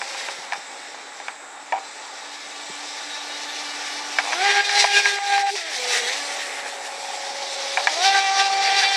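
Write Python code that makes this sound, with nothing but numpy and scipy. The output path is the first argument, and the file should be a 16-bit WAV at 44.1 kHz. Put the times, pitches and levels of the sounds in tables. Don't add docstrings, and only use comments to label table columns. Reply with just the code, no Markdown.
import sys
import numpy as np
from scipy import signal
from scipy.fft import rfft, irfft, next_fast_len
from scipy.io import wavfile
from scipy.ndimage import uniform_filter1d, map_coordinates

SR = 44100
rng = np.random.default_rng(int(sys.argv[2]) if len(sys.argv) > 2 else 0)


def put_to_file(sound):
    columns = np.atleast_2d(sound).T
    safe = np.clip(columns, -1, 1)
    whole_steps = np.round(safe * 32767)
    wavfile.write(sys.argv[1], SR, whole_steps.astype(np.int16))


N = 395136


def amp(db):
    return 10 ** (np.asarray(db) / 20)


def unit(x):
    return x / np.sqrt(np.mean(x ** 2) + 1e-20)


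def add(track, s, sound):
    part = track[round(s * SR):][:len(sound)]
    part += sound[:len(part)]


def along(points, hz):
    freqs, values = np.transpose(points)
    return np.interp(np.log(hz + 1), np.log(freqs + 1), values)


def curve(points):
    return np.interp(np.arange(N) / SR, *np.transpose(points))


def swell(s, length):
    return 0.5 ** np.minimum((2 * (np.arange(N) / SR - s) / length) ** 2, 60)


def swells(rows):
    rows = np.array(rows)
    return rows[:, 2:].T @ np.array([swell(s, length) for s, length in rows[:, :2]])


def wobble(rate):
    knots = rng.standard_normal(int(N * rate / SR) + 4)
    coarse = np.arange(0, N, 16)
    return np.interp(np.arange(N), coarse, map_coordinates(knots, [coarse * rate / SR]))


def filtered(x, response):
    size = next_fast_len(N + SR // 2)
    return irfft(rfft(x, size) * response(np.fft.rfftfreq(size, 1 / SR)), size)[:N]


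def high_pass(x, corner_hz):
    return filtered(x, lambda hz: 1 - 1 / (1 + (hz / corner_hz) ** 4))


def rush(spectrum, patchy_db):
    bins = signal.stft(rng.standard_normal(N), nperseg=512)[2]
    patches = uniform_filter1d(rng.standard_normal(bins.shape), size=5, axis=0)
    patches = unit(uniform_filter1d(patches, size=12, axis=1))
    noise = signal.istft(bins * amp(patchy_db * patches), nperseg=512)[1][:N]
    return unit(filtered(noise, lambda hz: amp(along(spectrum, hz))))


def ring(modes, life=1, rise_s=0.00055, detune=.014):
    t = np.arange(SR // 8) / SR
    x = np.zeros(len(t))
    for hz, db, t60 in modes:
        decay = amp(db + rng.normal(0, 1) - 60 * t / (life * t60))
        x += decay * np.sin(2 * np.pi * hz * rng.normal(1, detune) * t + rng.normal(0, 1))
    x *= 1 - np.exp(-(t / rise_s) ** 2)
    return x / np.abs(x).max()


# (frequency [Hz], relative level [dB])
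AIR_EQ = [(30, -44), (80, -17.5), (160, -14.5), (300, -5.5), (550, 3), (680, 3), (820, 10.5), (1020, 2.5),
          (1800, 3.5), (2400, -1.5), (3000, -12), (6000, -26), (10000, -43), (15000, -62)]
INSECT_EQ = [(3000, -22), (3750, -1.5), (4300, -38), (6700, -7.5), (7700, 2.5), (8400, -7.5), (9500, -46)]
# (time [s], level [dB])
AIR_FADER = [(0, -38.5), (1.5, -41), (4.4, -37.5), (4.7, -44.5), (5.55, -58), (5.9, -40), (8.96, -35)]


def bank():
    air = amp(curve(AIR_FADER) + 0.19 * wobble(2.95)) * rush(AIR_EQ, patchy_db=1.5)
    insects = amp(-47.5 + 1.9 * wobble(4.02)) * rush(INSECT_EQ, patchy_db=2.0)
    return air + insects


# (frequency [Hz], t60 [s])
TREE_DECAY = [(200, 1), (2000, 0.21), (10000, 0.065)]


def trees(x, predelay_s=.04):
    hz, t, bins = signal.stft(rng.standard_normal(SR // 2), SR, nperseg=256)
    decay = amp(-60 * t / along(TREE_DECAY, hz)[:, None])
    tail = signal.istft(bins * decay, SR, nperseg=256)[1]
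    delayed = np.pad(x, (round(predelay_s * SR), 0))
    return signal.fftconvolve(delayed, tail / np.linalg.norm(tail))[:N]


# (frequency [Hz], relative level [dB], t60 [s])
THUD_MODES = [(164, -3.5, 0.065), (233, 0, 0.038), (393, 7.5, 0.033)]
# (time [s], peak level [dB])
BUMP_CUES = [(0.385, -37), (0.573, -40), (2.695, -31.5)]


def bumps():
    out = np.zeros(N)
    for s, db in BUMP_CUES:
        add(out, s, amp(db) * ring(THUD_MODES, rise_s=0.0037))
    return out


# (frequency [Hz], relative level [dB], base t60 [s])
HOLLOW_MODES = [(647, 0.5, 0.025), (729, 3, 0.046), (801.5, 2, 0.1), (870, 5, 0.03), (986, 2.5, 0.05)]
CLACK_MODES = [(1250, -1, 0.0047), (1652, 0.5, 0.026), (1805, 9.5, 0.011), (2070, -1, 0.012),
               (2310, 9, 0.015), (2550, 4, 0.0058), (2935, -5.5, 0.016), (3500, -10, 0.022)]
# (time [s],
# gain [dB], hollowness [dB], decay stretch [ratio])
KNOCK_CUES = [(0.0158, -14, -3.5, 1.15), (.147, -24.5, 6.5, 0.64), (0.2861, -13.5, -2, 0.44),
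              (0.5223, -14.5, -0.5, 0.96), (0.5333, -15.5, -18, 0.99), (0.945, -31, 9, 0.6),
              (1.2004, -23.5, 3, 0.7), (1.283, -15, -0.5, 0.63), (1.723, -13.5, 5, 2.8),
              (4.186, -3, -6.5, 1.8), (4.323, -12, -8, .7), (4.331, -13, 2, 0.92), (4.693, -10.5, -18, 1.9),
              (4.842, -6, 3, 0.85), (5.0561, -5.5, -11, 1.9), (5.185, -18.5, -4, 0.64),
              (5.379, -11, -8, 0.59), (5.5545, -21, -3, 0.63), (7.7727, -5, -5, 1.6),
              (7.871, -1.5, -8, 1.5)]


def knocks():
    out, t = np.zeros(N), np.arange(SR // 4) / SR
    mids = signal.butter(6, [700, 2600], "bandpass", fs=SR, output="sos")
    highs = signal.butter(3, [2500, 6000], "bandpass", fs=SR, output="sos")

    def burst(band, db, t60):
        return amp(db - 60 * t / t60) * unit(signal.sosfilt(band, rng.standard_normal(len(t))))

    for s, db, hollow_db, life in KNOCK_CUES:
        rattle = burst(mids, db=-17.5, t60=0.12)
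        snap = burst(highs, db=-17 - .35 * hollow_db, t60=.018)
        add(out, s, amp(db) * (snap + rattle))
        clack = ring(CLACK_MODES, life)
        hollow = amp(hollow_db - 4.0) * ring(HOLLOW_MODES, life, rise_s=0.00083)
        add(out, s, amp(db) * (clack + hollow))
    return out


# (time [s], length [s], gain of a slip [dB])
DRAG_CUES = [(0.535, 0.037, -27), (1.731, 0.058, -24), (4.237, 0.11, -20.5), (7.78, 0.031, -20)]


def drags(gap_s=0.0083):
    out = np.zeros(N)
    for s, length, db in DRAG_CUES:
        for delay in np.cumsum(gap_s * rng.uniform(.5, 1.5, size=24)):
            slip = ring(HOLLOW_MODES, life=0.43) + amp(-4) * ring(CLACK_MODES)
            if delay < length:
                add(out, s + delay, amp(db) * slip)
    return out


# (frequency [Hz], relative level [dB], t60 [s])
HULL_MODES = [(751, -8, 0.11), (821, -1.5, 0.059), (833, -10, 0.034)]


def patter():
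    out = np.zeros(N)
    times = np.cumsum(rng.uniform(.016, .042, size=400))
    for s in times[times < N / SR]:
        add(out, s, amp(rng.normal(0, 1.7)) * ring(HULL_MODES, rise_s=0.0028))
    return unit(out)


# (frequency [Hz], relative level [dB])
WASH_EQ = [(100, -76), (250, -40), (400, -1.5), (600, -8), (740, 0.5), (850, -3), (1050, -18), (2000, -48)]
SPLASH_EQ = [(400, -58), (650, -18), (880, -9), (1150, -11.5), (1380, -9.5), (1800, 2), (2350, 0),
             (2900, -6.5), (4500, -12), (8000, -70)]
HISS_EQ = [(800, -65), (2000, -5.5), (3050, -9), (3700, -1), (4500, -3.5), (5800, -2.5), (6800, -13.5),
           (8200, -18.5), (10000, -27), (14000, -80)]
MIST_EQ = [(4000, -12), (6500, 4.5), (8000, 6), (9000, 0), (10500, -4), (12500, -15), (15500, -50)]


def spray(angle, db, low_cut_hz=375):
    pulse_db = 2.4 * np.sin(2 * angle) + 1.1 * np.sin(angle)
    chop = unit(amp(pulse_db + 1.1 * wobble(45) + 0.44 * wobble(500)))
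    hiss = amp(db["hiss"]) * rush(HISS_EQ, patchy_db=1.5)
    splash = amp(db["splash"]) * rush(SPLASH_EQ, patchy_db=2.5)
    mist = amp(db["mist"]) * rush(MIST_EQ, patchy_db=2.5)
    wash = amp(db["wash"]) * rush(WASH_EQ, patchy_db=2.0)
    thrown = high_pass(chop * (hiss + splash + mist), low_cut_hz)
    return high_pass(thrown + wash, low_cut_hz)


def partial(angle, fade_db, blur_rad, flutter_db):
    gain = amp(fade_db * wobble(18) + flutter_db * wobble(65))
    return unit(gain * np.sin(angle + blur_rad * wobble(70) + rng.uniform(0, 2 * np.pi)))


# (cruising gain [dB], full-throttle gain [dB])
WHINE_ORDERS = [(-18.5, -7.5), (-16, -2), (-27, -7.5), (-15, -11), (-19, -8), (-20, -5), (-20, -11),
                (-19, -7.5), (-20.5, -39), (-15.5, -11)]
# (time [s], length [s], shaft order, boost [dB])
WHINE_FLARES = [(.72, .45, 13, 8), (1.35, .4, 13, 13), (2.4, 0.45, 13, 8), (3.253, 0.49, 13, 17),
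                (3.85, 0.99, 10, 5.5), (5.3, 0.3, 6, 4.5), (5.926, .2, 8, 2), (7.85, .15, 12, 19),
                (8.116, 0.25, 5, 6), (8.77, 0.32, 6, 0.5), (8.83, 0.33, 12, 5)]
THIN_ORDERS = (8, 13, 16, 17, 18, 20, 22)


def motor(angle, throttle, db):
    low = amp(db["shaft"]) * partial(angle, fade_db=2, blur_rad=0.058, flutter_db=1.0)
    low += amp(db["blade"]) * partial(2 * angle, fade_db=.9, blur_rad=.25, flutter_db=1.3)
    low += amp(db["third"]) * partial(3 * angle, fade_db=1.5, blur_rad=.25, flutter_db=1.5)
    low += amp(db["fourth"]) * partial(4 * angle, fade_db=1.1, blur_rad=.3, flutter_db=1.6)
    whine = np.zeros(N)
    blur_per_order = .03 + .04 * throttle
    for k, (cruise_db, full_db) in enumerate(WHINE_ORDERS, 5):
        flare_db = sum(boost * swell(s, length) for s, length, order, boost in WHINE_FLARES if order == k)
        gain = amp(cruise_db + (full_db - cruise_db) * throttle + flare_db)
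        whine += gain * partial(k * angle, fade_db=3, blur_rad=k * blur_per_order, flutter_db=3)
    thin = unit(sum(partial(k * angle, fade_db=3, blur_rad=.25, flutter_db=2) for k in THIN_ORDERS))
    bite = amp(0.97 * wobble(120))
    return bite * (low + amp(db["whine"]) * whine + amp(db["thin"]) * thin)


# (time [s], level [dB])
BOAT_FADER = [(0, -43), (0.45, -41.5), (1.1, -45.5), (1.8, -45.5), (3, -37.5), (4.2, -33.5), (4.9, -31.5),
              (5.6, -34), (6.15, -29), (6.85, -34.5), (7.4, -34), (7.85, -30.5), (8.25, -33.5), (8.96, -31)]
# (time [s], offset [dB])
WHINE_RIDE = [(0, 2.5), (2.4, 3), (4.25, 1), (4.5, 1), (5.4, -3.5), (5.7, -2), (6.3, 0), (7.8, -31),
              (8.08, 2.5), (8.6, 0.5), (8.96, 5.5)]
# (time [s], course [-1 coming, 0 passing, 1 leaving])
HEADING = [(0.35, 0.14), (0.9, -0.73), (4.3, -0.63), (5.08, 0.16), (5.3, 0.092), (6.3, -0.04), (7.4, 0.52),
           (8.5, 0.85), (8.96, 0.34)]
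LAYER_BALANCE = { "shaft": (-13.5, -24.5, -25.5, 13), "blade": (-29.5, -13, -0.5, 14.5),
                 "third": (-4, -22.5, -4.5, 4.5), "fourth": (-13, -19, -18, 15.5),
                 "hiss": (1.5, -0.65, 3, 3), "splash": (-6.5, -5.5, -10, 6.5),
                 "wash": (-14.5, -9.5, -10, 1.5), "mist": (-12, -9, -14, 0)}
# (time [s], length [s], hiss [dB], splash
# [dB], blade tone [dB], overtones [dB])
WAVE_SLAPS = [(0.2, 0.32, 7.5, 11.5, 7, 7), (4.395, 0.06, -1.5, 1, 9, 0), (4.485, 0.19, 3, 9.5, 16.5, 6.5),
              (4.595, 0.048, -2, 6, 9, 11.5), (4.652, 0.015, 4, 1, 1, -6), (4.785, 0.12, 5, 5, 10, 5.5),
              (4.812, 0.058, 5.5, 2.5, -7, -2), (4.98, 0.079, 11, 11.5, 0.5, 17),
              (5.07, 0.07, 5.5, 3, -15, 14.5), (5.145, 0.056, 0.5, -2, -3.5, 10),
              (5.337, 0.033, 2, 5.5, 4, 8.5), (5.375, 0.16, 1, 1, 12.5, 7.5), (5.495, 0.045, 1, 1.5, 7, 2),
              (5.564, 0.013, 4, -11, 14, -5), (5.92, 0.38, 3.5, 7, 12, -4), (5.945, 0.073, 5, 4.5, -3, 0),
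              (6.2, 0.2, -1, 0, -6, 3), (6.55, 0.33, -0.5, 5, 0.5, 2), (8.058, 0.056, 8.5, 9, 5, 12),
              (8.165, 0.073, 4.5, 8, 5, 16.5), (8.4, 0.096, 3.5, 8.5, 0.5, 9), (8.69, 0.07, 2, 10.5, 2, 3),
              (8.785, 0.061, 6.5, 6, -0.5, 8.5), (8.845, 0.052, 3, 9.5, 1.5, -16)]
# (time [s], length [s], spray dip [dB], blade tone dip [dB], overtone dip [dB])
HULL_SKIPS = [(4.52, 0.031, 0, 14, 0.5), (4.635, 0.027, 4, 0, 9), (5.025, .04, 3, 0, 8),
              (5.205, 0.079, 10.5, -1, 5.5), (5.45, 0.042, 11, -4, 5), (5.66, 0.079, 5.5, 0, -7),
              (7.92, 0.11, -1, 6, 2), (8.818, 0.012, 0.5, 17, 18)]
# (time [s], length [s], dip [dB])
TURN_DIPS = [(1.5, 0.33, 7), (6.72, 0.68, 5.5)]


def layer_levels(speed, throttle, leap):
    near_db, course = curve(BOAT_FADER), curve(HEADING)
    db = {name: near_db + np.interp(course, [-1, 0, 1], by_course) + boost * throttle
          for name, (*by_course, boost) in LAYER_BALANCE.items()}
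    slap_hiss, slap_splash, slap_blade, slap_overtones = swells(WAVE_SLAPS)
    skip_spray, skip_blade, skip_overtones = swells(HULL_SKIPS)
    turn = swells(TURN_DIPS)[0]
    overtones = slap_overtones - skip_overtones
    slowing = np.clip(-np.gradient(speed) * SR / 430, 0, 1)
    slowing = uniform_filter1d(slowing, size=round(0.031 * SR))
    airborne_db, coast_spray_db = -18 * leap, 2.5 * slowing
    unloaded = airborne_db - 8 * slowing
    db["shaft"] += 0.5 * overtones + 9.5 * leap
    db["blade"] += slap_blade - skip_blade + unloaded
    db["third"] += 0.5 * overtones + unloaded
    db["fourth"] += overtones + unloaded
    db["whine"] = near_db + curve(WHINE_RIDE) + slap_hiss - skip_overtones - turn + unloaded
    stern_swing = swell(7.3, length=.8)
    db["thin"] = near_db - 21 + 12 * stern_swing - turn + unloaded
    db["hiss"] += slap_hiss - skip_spray - turn - 2.5 * leap + coast_spray_db
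    db["splash"] += slap_splash - 0.64 * skip_spray + airborne_db + coast_spray_db
    db["wash"] += 0.57 * slap_splash - skip_spray + airborne_db
    db["mist"] += 0.92 * slap_hiss - skip_spray
    own_ripples = swell(TURN_DIPS[-1][0] + 0.41, length=0.63)
    db["patter"] = near_db - 13.5 + 12 * own_ripples
    return db


# (time [s], shaft speed [Hz])
SHAFT_SPEED = [(0, 272), (.4, 273), (.65, 281.5), (1.2, 283), (1.7, 288), (3, 292.5), (4.29, 292),
               (4.45, 403), (5.05, 406.5), (5.54, 395), (5.6, 340), (5.68, 320), (5.78, 252), (6.06, 238),
               (6.18, 288), (6.8, 278), (7.77, 275), (7.88, 293), (7.95, 318), (8.06, 393), (8.3, 390),
               (8.96, 393.5)]
CRUISE_HZ, FULL_HZ = 280, 400
LEAP_S, LEAP_LENGTH_S, LEAP_EDGE_S = 5.502, 0.066, .012


def model_boat():
    since_takeoff = np.arange(N) / SR - LEAP_S
    leap = np.clip(np.minimum(since_takeoff, LEAP_LENGTH_S - since_takeoff) / LEAP_EDGE_S, 0, 1)
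    speed = curve(SHAFT_SPEED) + 30.26 * leap * since_takeoff / LEAP_LENGTH_S
    throttle = np.maximum(speed - CRUISE_HZ, 0) / (FULL_HZ - CRUISE_HZ)
    db = layer_levels(speed, throttle, leap)
    sway = 1 + (.002 + .002 * throttle) * wobble(25)
    shudder_rad = .07 * throttle * wobble(170)
    angle = 2 * np.pi * np.cumsum(speed * sway) / SR + shudder_rad
    return motor(angle, throttle, db) + spray(angle, db) + amp(db["patter"]) * patter()


def scene():
    boat = model_boat()
    background = amp(-24) * trees(boat) + bank()
    fingers = high_pass(knocks() + drags(), corner_hz=360)
    return (background + fingers + bumps() + boat)[None]


def record(dry, ceiling=.9, top_hz=15800):
    rounded = dry[0] / (1 + (dry[0] / ceiling) ** 8) ** (1 / 8)
    return filtered(high_pass(rounded, corner_hz=135), lambda hz: hz < top_hz)[None]


dry = scene()
out = record(dry)
put_to_file(out)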